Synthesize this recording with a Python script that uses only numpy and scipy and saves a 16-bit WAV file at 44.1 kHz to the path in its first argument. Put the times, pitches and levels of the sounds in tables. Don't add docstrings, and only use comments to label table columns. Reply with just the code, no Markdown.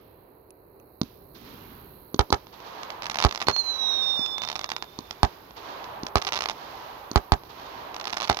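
import sys
import numpy as np
from scipy import signal
from scipy.fft import rfft, irfft, next_fast_len
from scipy.io import wavfile
from scipy.ndimage import map_coordinates

SR = 44100
rng = np.random.default_rng(int(sys.argv[2]) if len(sys.argv) > 2 else 0)


def file_out(sig):
    cols = np.atleast_2d(sig).T
    lim = np.clip(cols, -1, 1)
    pcm = np.round(lim * 32767).astype(np.int16)
    wavfile.write(sys.argv[1], SR, pcm)


def gain_from_decibels(decibels):
    exponent = np.asarray(decibels, float) / 20
    return 10 ** exponent


N = 370440


def unit(x):
    return x / np.sqrt(np.mean(x ** 2) + 1e-20)


def along(points, hz):
    f, v = np.transpose(points)
    return np.interp(np.log(hz + 1), np.log(f + 1), v)


def curves(rows):
    s, *cols = np.transpose(rows)
    return [np.interp(np.arange(N) / SR, s, c) for c in cols]


def wobble(rate):
    return map_coordinates(rng.standard_normal(int(N * rate / SR) + 4), [np.arange(N) * rate / SR])


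def filtered(x, response):
    m = 2 * next_fast_len(x.shape[-1] // 2 + 4096)
    return irfft(rfft(x, m) * response(np.fft.rfftfreq(m, 1 / SR)), m)[..., :x.shape[-1]]


def coloured(x, colour):
    return filtered(x, lambda hz: gain_from_decibels(along(colour, hz)))


def causal(db):
    c = irfft(np.log(gain_from_decibels(db)))
    c[1:len(c) // 2] *= 2
    c[len(c) // 2 + 1:] = 0
    return np.exp(rfft(c))


def add(track, s, x):
    room = track[..., round(s * SR):][..., :x.shape[-1]]
    room += x[..., :room.shape[-1]]


def blast(ms, bounce_ms, bounce_db):
    u = (np.arange(600) / SR * 1000 - np.array([[0], [bounce_ms]])) / ms
    pulses = (u >= 0) * (1 - u) * np.exp(-np.abs(u))
    return gain_from_decibels([0, bounce_db]) @ pulses


# (time [s], ground bounce delay [ms], bounce level [dB], overload swing [dB], far roll [dB])
SHELLS = [
    (2.1925, 2.216, -4, -13, -3),
    (2.326, 2.276, -3.5, -19, -0.5),
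    (3.2489, 1.7, -15, -10, -1.5),
    (3.4844, 2, -2.5, -29.5, -1),
    (5.2314, 1.15, -3, -12.5, 2.5),
    (6.1565, 1.73, -6, -17.5, 0),
    (7.1589, 5.1, -14, -10, -1),
    (7.3203, 1.14, -5.5, -11, -1.5),
    (8.2982, 1.36, -5.5, -24, 4),
]


def shells():
    near, far, swing, t = np.zeros(N), np.zeros(N), np.zeros(N), np.arange(SR // 5) / SR
    db = 1.48
    for s, bounce_ms, bounce_db, swing_db, roll_db in SHELLS:
        ms = 0.3 * gain_from_decibels(0.11 * (swing_db + 10.0))
        add(near, s, gain_from_decibels(db + 2) * blast(ms, bounce_ms, bounce_db))
        add(near, s, gain_from_decibels(db - 5.5) * blast(1.62 * ms, 2.45, -3))
        add(far, s, gain_from_decibels(db + 5 + roll_db) * blast(ms, 0, -60))
        debris = np.diff(rng.standard_normal(len(t) + 1))
        add(near, s, gain_from_decibels(db - 15.5 - 60 * t / 0.022) * debris)
        turns = 62 * t - 170 * t ** 2
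        swing_level = gain_from_decibels(swing_db + 11.0 - 60 * t / 0.072) * (t < .15)
        add(swing, s + 0.0025, swing_level * np.sin(2 * np.pi * turns))
    return near, far, swing


# (time [s], peak level [dB])
STARS = [(2.8328, -21), (2.9034, -16), (3.5637, -12.5), (4.2618, -17), (4.3818, -15), (4.419, -15),
         (4.4357, -15), (4.45, -17.5), (4.4754, -19), (4.4878, -13), (4.5002, -14.5), (4.5158, -15.5),
         (4.5283, -19), (4.5555, -14), (4.562, -15), (4.5929, -15), (4.613, -17), (4.635, -25),
         (4.643, -11.5), (4.6909, -17), (4.7022, -16), (4.7177, -11), (4.7646, -12.5), (4.8245, -15.5),
         (5.1096, -15.5), (5.8421, -23), (6.067, -14), (7.9437, -18.5), (7.9646, -19.5), (7.9987, -20.5)]
# (time [s], peak level [dB])
LOUD_STARS = [(3.0667, -13), (3.0983, -11.5), (3.1572, -10.5), (3.187, -7.5), (3.202, -10.5),
              (3.2245, -7.5), (3.2398, -6.5), (3.3109, -15.5), (3.3486, -13.5), (3.4162, -11), (3.425, -12),
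              (3.47, -15), (3.4974, -12.5), (3.513, -16), (6.1818, -12.5), (6.2218, -13), (6.2494, -14),
              (6.269, -12.5), (6.2891, -13), (6.3227, -10), (6.4073, -12), (6.4581, -11.5), (6.4866, -12),
              (6.4978, -12), (8.0122, -19), (8.0422, -20.5), (8.0716, -12.5), (8.1323, -14.5),
              (8.1707, -10), (8.3707, -12)]
# (start [s], pops [count], gap [ms], mean peak level [dB])
VOLLEYS = [(3.0221, 3, 9.2, -20), (3.0571, 1, 0, -17), (3.1114, 2, 4.3, -18), (3.1441, 2, 26, -15.5),
           (3.1939, 3, 18, -14), (3.2866, 2, 5.2, -23), (3.3248, 1, 0, -18), (3.3591, 2, 18, -18),
           (3.4029, 2, 5.3, -18.5), (4.4286, 2, 12, -22.5), (6.1697, 1, 0, -13), (6.2173, 1, 0, -15),
           (6.274, 2, 5.2, -14), (6.3324, 3, 7, -15), (6.3573, 4, 5.5, -15), (6.3898, 2, 16, -15.5),
           (6.4215, 3, 9, -15), (6.5081, 2, 7.4, -20), (8.0546, 2, 23, -17), (8.0974, 2, 5.8, -20),
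           (8.1279, 2, 15, -19), (8.1678, 3, 6.8, -19), (8.2022, 3, 8.3, -15), (8.2288, 5, 5.8, -16),
           (8.275, 2, 4.7, -20), (8.2938, 1, 0, -15), (8.3105, 3, 17.5, -16.5), (8.3898, 1, 0, -15)]


def pops():
    rows = STARS + LOUD_STARS
    for start, count, gap_ms, db in VOLLEYS:
        gap, size = rng.standard_normal((2, count))
        order = np.arange(count)
        unevenness = 0.1 * gap * gap_ms / 1000 * (order > 0)
        s = start + order * gap_ms / 1000 + unevenness
        rows = rows + list(zip(s, db + 1.5 * size))
    return rows


def stars():
    out, t = np.zeros(N), np.arange(600) / SR
    for s, db in pops():
        size, bounce = rng.standard_normal(2)
        debris = gain_from_decibels(-12 - 60 * t / .015) * rng.standard_normal(600)
        bounce_ms = rng.uniform(1.1, 2.8)
        pop = blast(0.16 * gain_from_decibels(1.2 * size), bounce_ms, -4 + 2 * bounce)
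        add(out, s, gain_from_decibels(db + 3.0) * (pop + debris))
    return out


# (time [s], thump level [dB], snap level [dB], tube pitch [Hz], far roll [dB])
LIFTS = [
    (1.0151, -11.5, -14.5, 233, 5.5),
    (2.1439, -15.5, -17, 310, 0),
    (2.304, -21, -19, 303, 1.5),
    (3.4701, -26.5, -25.5, 300, 14),
    (4.193, -25, -30, 260, -1),
    (4.989, -23.5, -24.5, 280, 8),
    (6.0337, -21, -26, 280, 6),
    (7.1145, -22, -22, 291, 9),
]
# (frequency [Hz], level [dB])
JET = [(600, -18), (1000, -3.5), (2600, -24), (4350, -3.5), (5300, -14.5), (6100, -2.5), (8000, -15),
       (11000, -8.5)]


def lifts():
    near, far, t = np.zeros(N), np.zeros(N), np.arange(600) / SR
    for s, db, snap_db, tube_hz, roll_db in LIFTS:
        ring = gain_from_decibels(db - 9 * (t * tube_hz) ** 2) * np.sin(2 * np.pi * tube_hz * t + .6)
        hiss = gain_from_decibels(9.5 - 60 * t / 0.012) * coloured(rng.standard_normal(600), JET)
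        add(near, s, ring + gain_from_decibels(snap_db) * (blast(0.021, 0.247, 0) + hiss))
        add(far, s, gain_from_decibels(roll_db) * (ring + gain_from_decibels(snap_db + 14.0) * blast(0.12, 0, -63)))
    return near, far


# (time [s], second harmonic [Hz])
WHISTLE = [(3.468, 4345), (3.49, 4300), (3.6, 4195), (3.72, 4010), (3.85, 3820), (4.03, 3686), (4.15, 3650),
           (4.21, 3550), (4.35, 3524)]
# (time [s], level [dB])
FLAME = [(3.478, -31), (3.52, -54), (3.59, -28.5), (3.63, -44), (3.69, -32.5), (3.776, -39), (3.85, -29),
         (4.05, -28), (4.3, -35.5)]


def whistle():
    t = np.arange(N) / SR
    hz, = curves(WHISTLE)
    power, = curves([(s, gain_from_decibels(2 * db)) for s, db in FLAME])
    dying = np.clip((t - WHISTLE[-1][0]) / 0.16, 0, 1)
    lit = np.clip((t - WHISTLE[0][0]) / 0.0017, 0, 1) * np.clip((1 - dying) / 0.095, 0, 1)
    full = np.clip(np.minimum(t - 3.5, (4.38 - t) / 4) / .012, 0, 1)
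    shake = 1 + 0.0025 * wobble(60) + 0.0061 * wobble(400)
    turn = np.cumsum(np.pi * (hz + 110.4 * dying) * shake) / SR
    db = 10 * np.log10(power) - 14 * dying ** 2
    body = gain_from_decibels(db - 35) * np.sin(turn) + gain_from_decibels(db + 3) * np.sin(2 * turn)
    third = gain_from_decibels(0.79 * (db + 32) - 42 + 1.8 * wobble(30)) * np.sin(3 * turn)
    upper = np.zeros(N)
    for k, top_db in [(4, -50), (5, -47), (6, -54)]:
        upper += gain_from_decibels(.4 * (db + 32) + top_db + 2.9 * wobble(20)) * np.sin(k * turn)
    flame = gain_from_decibels(1.3 * wobble(45) + 1.2 * wobble(150))
    return lit * flame * (body + full * (third + upper))


# (time [s], peak level [dB], brightness [dB per octave])
SLAPS = [
    (0.506, -43, 0.5),
    (0.7997, -45, -24),
]
# (frequency [Hz], width [Hz], level [dB])
TICK = [(2600, 190, -4), (6450, 340, 1), (9100, 400, 27), (10700, 400, 29)]


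def ticks():
    out, t = np.zeros(N), np.arange(600) / SR
    for s, db, bright_db in SLAPS:
        for hz, width_hz, ring_db in TICK:
            level = gain_from_decibels(db + ring_db + bright_db * max(np.log2(hz / 6300), 0))
            shape = np.exp(-np.pi * width_hz * t) * (1 - np.exp(-t / 0.00039))
            add(out, s, level * shape * np.sin(2 * np.pi * hz * t))
    return out


# (frequency [Hz], likeness [0 to 1])
ALIKE = [(100, 0.99), (400, 0.71), (1000, 0.063), (3000, 0.024)]


def diffuse(size):
    def mid_side(hz):
        turn = np.arccos(np.clip(along(ALIKE, hz), 0, 1)) / 2
        return np.array([np.cos(turn), np.sin(turn)])
    mid, side = filtered(rng.standard_normal((2, size)), mid_side)
    return np.array([mid + side, mid - side])


def tail(t60s, swell, start, size):
    hz, t, z = signal.stft(diffuse(size), SR, nperseg=128)
    decay = gain_from_decibels(-60 * np.maximum(t - start, 0) / along(t60s, hz)[:, None])
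    x = signal.istft(z * decay, SR, nperseg=128)[1][:, :size]
    x = x * gain_from_decibels(np.interp(np.arange(size) / SR, *np.transpose(swell)))
    return x / np.linalg.norm(x[0])


def echoed(feed, echo):
    return signal.fftconvolve(feed[None], echo, axes=1)[:, :N]


# (delay [s], level [dB])
WALLS = [
    (0.0179, -16.5),
    (.277, -34),
]


def walls(near_feed, far_feed):
    out = np.zeros(N)
    for (delay, db), feed in zip(WALLS, [near_feed, far_feed]):
        add(out, delay, gain_from_decibels(db) * feed)
    return out


# (frequency [Hz], time to fall 60 dB [s])
NEAR = [(100, .3), (1200, .25), (2500, .08), (5000, .06), (9000, .3)]
# (time [s], level [dB])
YARD = [(0, 2.5), (.004, -25), (.0065, -10), (0.012, -4.5), (0.0125, 1), (0.017, -6), (.045, -15.5),
        (0.131, -77)]


def yard(feed):
    return echoed(feed, filtered(tail(NEAR, YARD, 0, size=6000), lambda hz: gain_from_decibels(-hz / 960)))


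# (frequency [Hz], time to fall 60 dB [s])
TREES = [(100, 2.4), (900, 4.3), (2200, 2.23), (5500, 1.11), (12000, 2.25)]
# (time [s], level [dB])
ROLL = [(0, -64), (0.028, -7), (0.321, -33), (0.337, 0.5), (0.382, -4), (.45, 3), (.75, 7.5), (1.05, 4),
        (1.9, 0)]
# (frequency [Hz], level [dB])
ROLL_COLOUR = [(40, -2), (150, -12.5), (400, -5), (900, -1.5), (2000, -4), (5000, -2.5), (12000, -4.5)]


def tree_line(feed):
    return echoed(feed, coloured(tail(TREES, ROLL, 0.3, size=2 * SR), ROLL_COLOUR))


# (frequency [Hz], time to fall 60 dB [s])
EARLIER = [(400, 1.8), (2000, 2.3), (5000, 0.61)]


def earlier_burst():
    return filtered(tail(EARLIER, [(0, 0)], 0, size=SR), lambda hz: gain_from_decibels(-hz / 300))


# (frequency [Hz], level [dB])
WING = [(8500, -85), (10800, -28), (11900, -9), (12350, 0), (12800, -4), (13200, -1), (13750, -13),
        (14500, -2), (15600, -8), (17000, -24)]


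def cricket():
    out, t = np.zeros(N), np.arange(300) / SR
    strokes_per_s = 62.9
    fall_hz = 12250 + 3500 * np.exp(-(t / .0017) ** 2)
    shape = (1 - np.exp(-t / .0004)) * gain_from_decibels(-60 * t / .013)
    for s in np.arange(.0112, N / SR, 1 / strokes_per_s):
        for gap, db in [(0, -1.2), (.0062, -0.77)]:
            rasp = 1 + .75 * rng.standard_normal(300)
            turn = np.cumsum(2 * np.pi * fall_hz * rng.normal(1, 0.0202)) / SR
            add(out, s + gap, gain_from_decibels(db + rng.normal(0, 0.51)) * shape * rasp * np.sin(turn))
    return unit(coloured(out, WING))


# (frequency [Hz], level [dB])
RUMBLE = [(120, -6), (220, -7.5), (400, 5), (800, -9), (1600, -18.5), (2600, -28), (4000, -60), (7000, -81)]
# (frequency [Hz], level [dB])
DEEP = [(20, -20), (45, 5), (90, -4.5), (160, -7), (300, -20), (600, -78)]
# (frequency [Hz], level [dB])
FAR_INSECTS = [(3300, -54), (4000, -22.5), (4400, -24), (5200, -41), (8200, -46), (9500, -6.5),
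               (11300, -2.5), (12500, -4), (15500, -2)]
# (time [s], level [dB])
GAIN = [(0.0, -67.5), (0.58, -71), (1.68, -58), (2.03, -60), (2.32, -65.5), (3.34, -67), (7.23, -64.5),
        (7.34, -64.5), (8.4, -68)]


def night():
    gain_db, = curves(GAIN)
    rumble = unit(coloured(diffuse(N), RUMBLE))
    deep = unit(coloured(diffuse(N), DEEP))
    haze = unit(coloured(rng.standard_normal((2, N)), FAR_INSECTS))
    gusts = gain_from_decibels(1.8 * wobble(7))
    rumble_level = gain_from_decibels(0.2 * (gain_db + 65.5) - 53.5 + 0.93 * wobble(6.7))
    air = rumble_level * rumble + gain_from_decibels(gain_db + 7.5) * gusts * deep
    return air + gain_from_decibels(gain_db + 30) * cricket() + gain_from_decibels(gain_db + 20) * haze


def ducking():
    drop_db, t = np.zeros(N), np.arange(SR // 5) / SR
    for s, *_ in SHELLS:
        add(drop_db, s, -13 * np.exp(-(t / 0.011) ** 2))
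    return gain_from_decibels(drop_db)


def scene():
    burst, burst_far, swing = shells()
    thump, thump_far = lifts()
    crackle, tone = stars(), whistle()
    direct = burst + thump + crackle
    out = np.array([direct + tone + ticks() + walls(direct, burst + crackle)] * 2)
    for feed, db in [(burst, -6), (thump, -14), (crackle, -7)]:
        out += gain_from_decibels(db) * yard(feed)
    for feed, db in [(burst_far, -11), (thump_far, -14), (crackle, -13), (tone, -19.5)]:
        out += gain_from_decibels(db) * tree_line(feed)
    add(out, 0, gain_from_decibels(-15) * earlier_burst())
    return out + ducking() * night() + swing * gain_from_decibels([[-19], [0]])


# (frequency [Hz], level [dB])
RIGHT_PORT = [(25, -11), (100, 1.5), (500, 0.5), (1000, 6), (1450, 0), (2600, 4), (4100, 8), (5500, 6),
              (6900, -1.5), (8000, -9), (10500, -13), (12500, -18), (16000, -24.5)]
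# (frequency [Hz], level relative to the right port [dB])
LEFT_LOSS = [(90, -1), (350, -2.5), (690, -6), (1050, -2), (1550, -1), (2100, -12), (3100, -13),
             (4100, -24), (6200, -24), (7800, -11), (9500, -19), (11300, -5), (12500, -20), (14600, -40)]
# (frequency [Hz], level [dB])
CHANNEL = [(6500, 0), (8300, -8.5), (11000, -2)]


def microphones(dry):
    def ports(hz):
        right_db = along(RIGHT_PORT, hz)
        late = np.exp(-2j * np.pi * hz * .00007)
        return np.array([causal(right_db + along(LEFT_LOSS, hz)) * late, causal(right_db)])
    x = filtered(dry, ports)
    x = x / (1 + np.abs(x / .93) ** 6) ** (1 / 6)
    return filtered(x, lambda hz: gain_from_decibels(along(CHANNEL, hz) - np.clip(hz - 15900, 0, None) / 20))


def low_pass(x):
    return signal.sosfilt(signal.butter(12, 17070, fs=SR, output="sos"), x)


def record(dry):
    mix = microphones(dry)
    return low_pass(mix)


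dry = scene()
out = record(dry)
file_out(out)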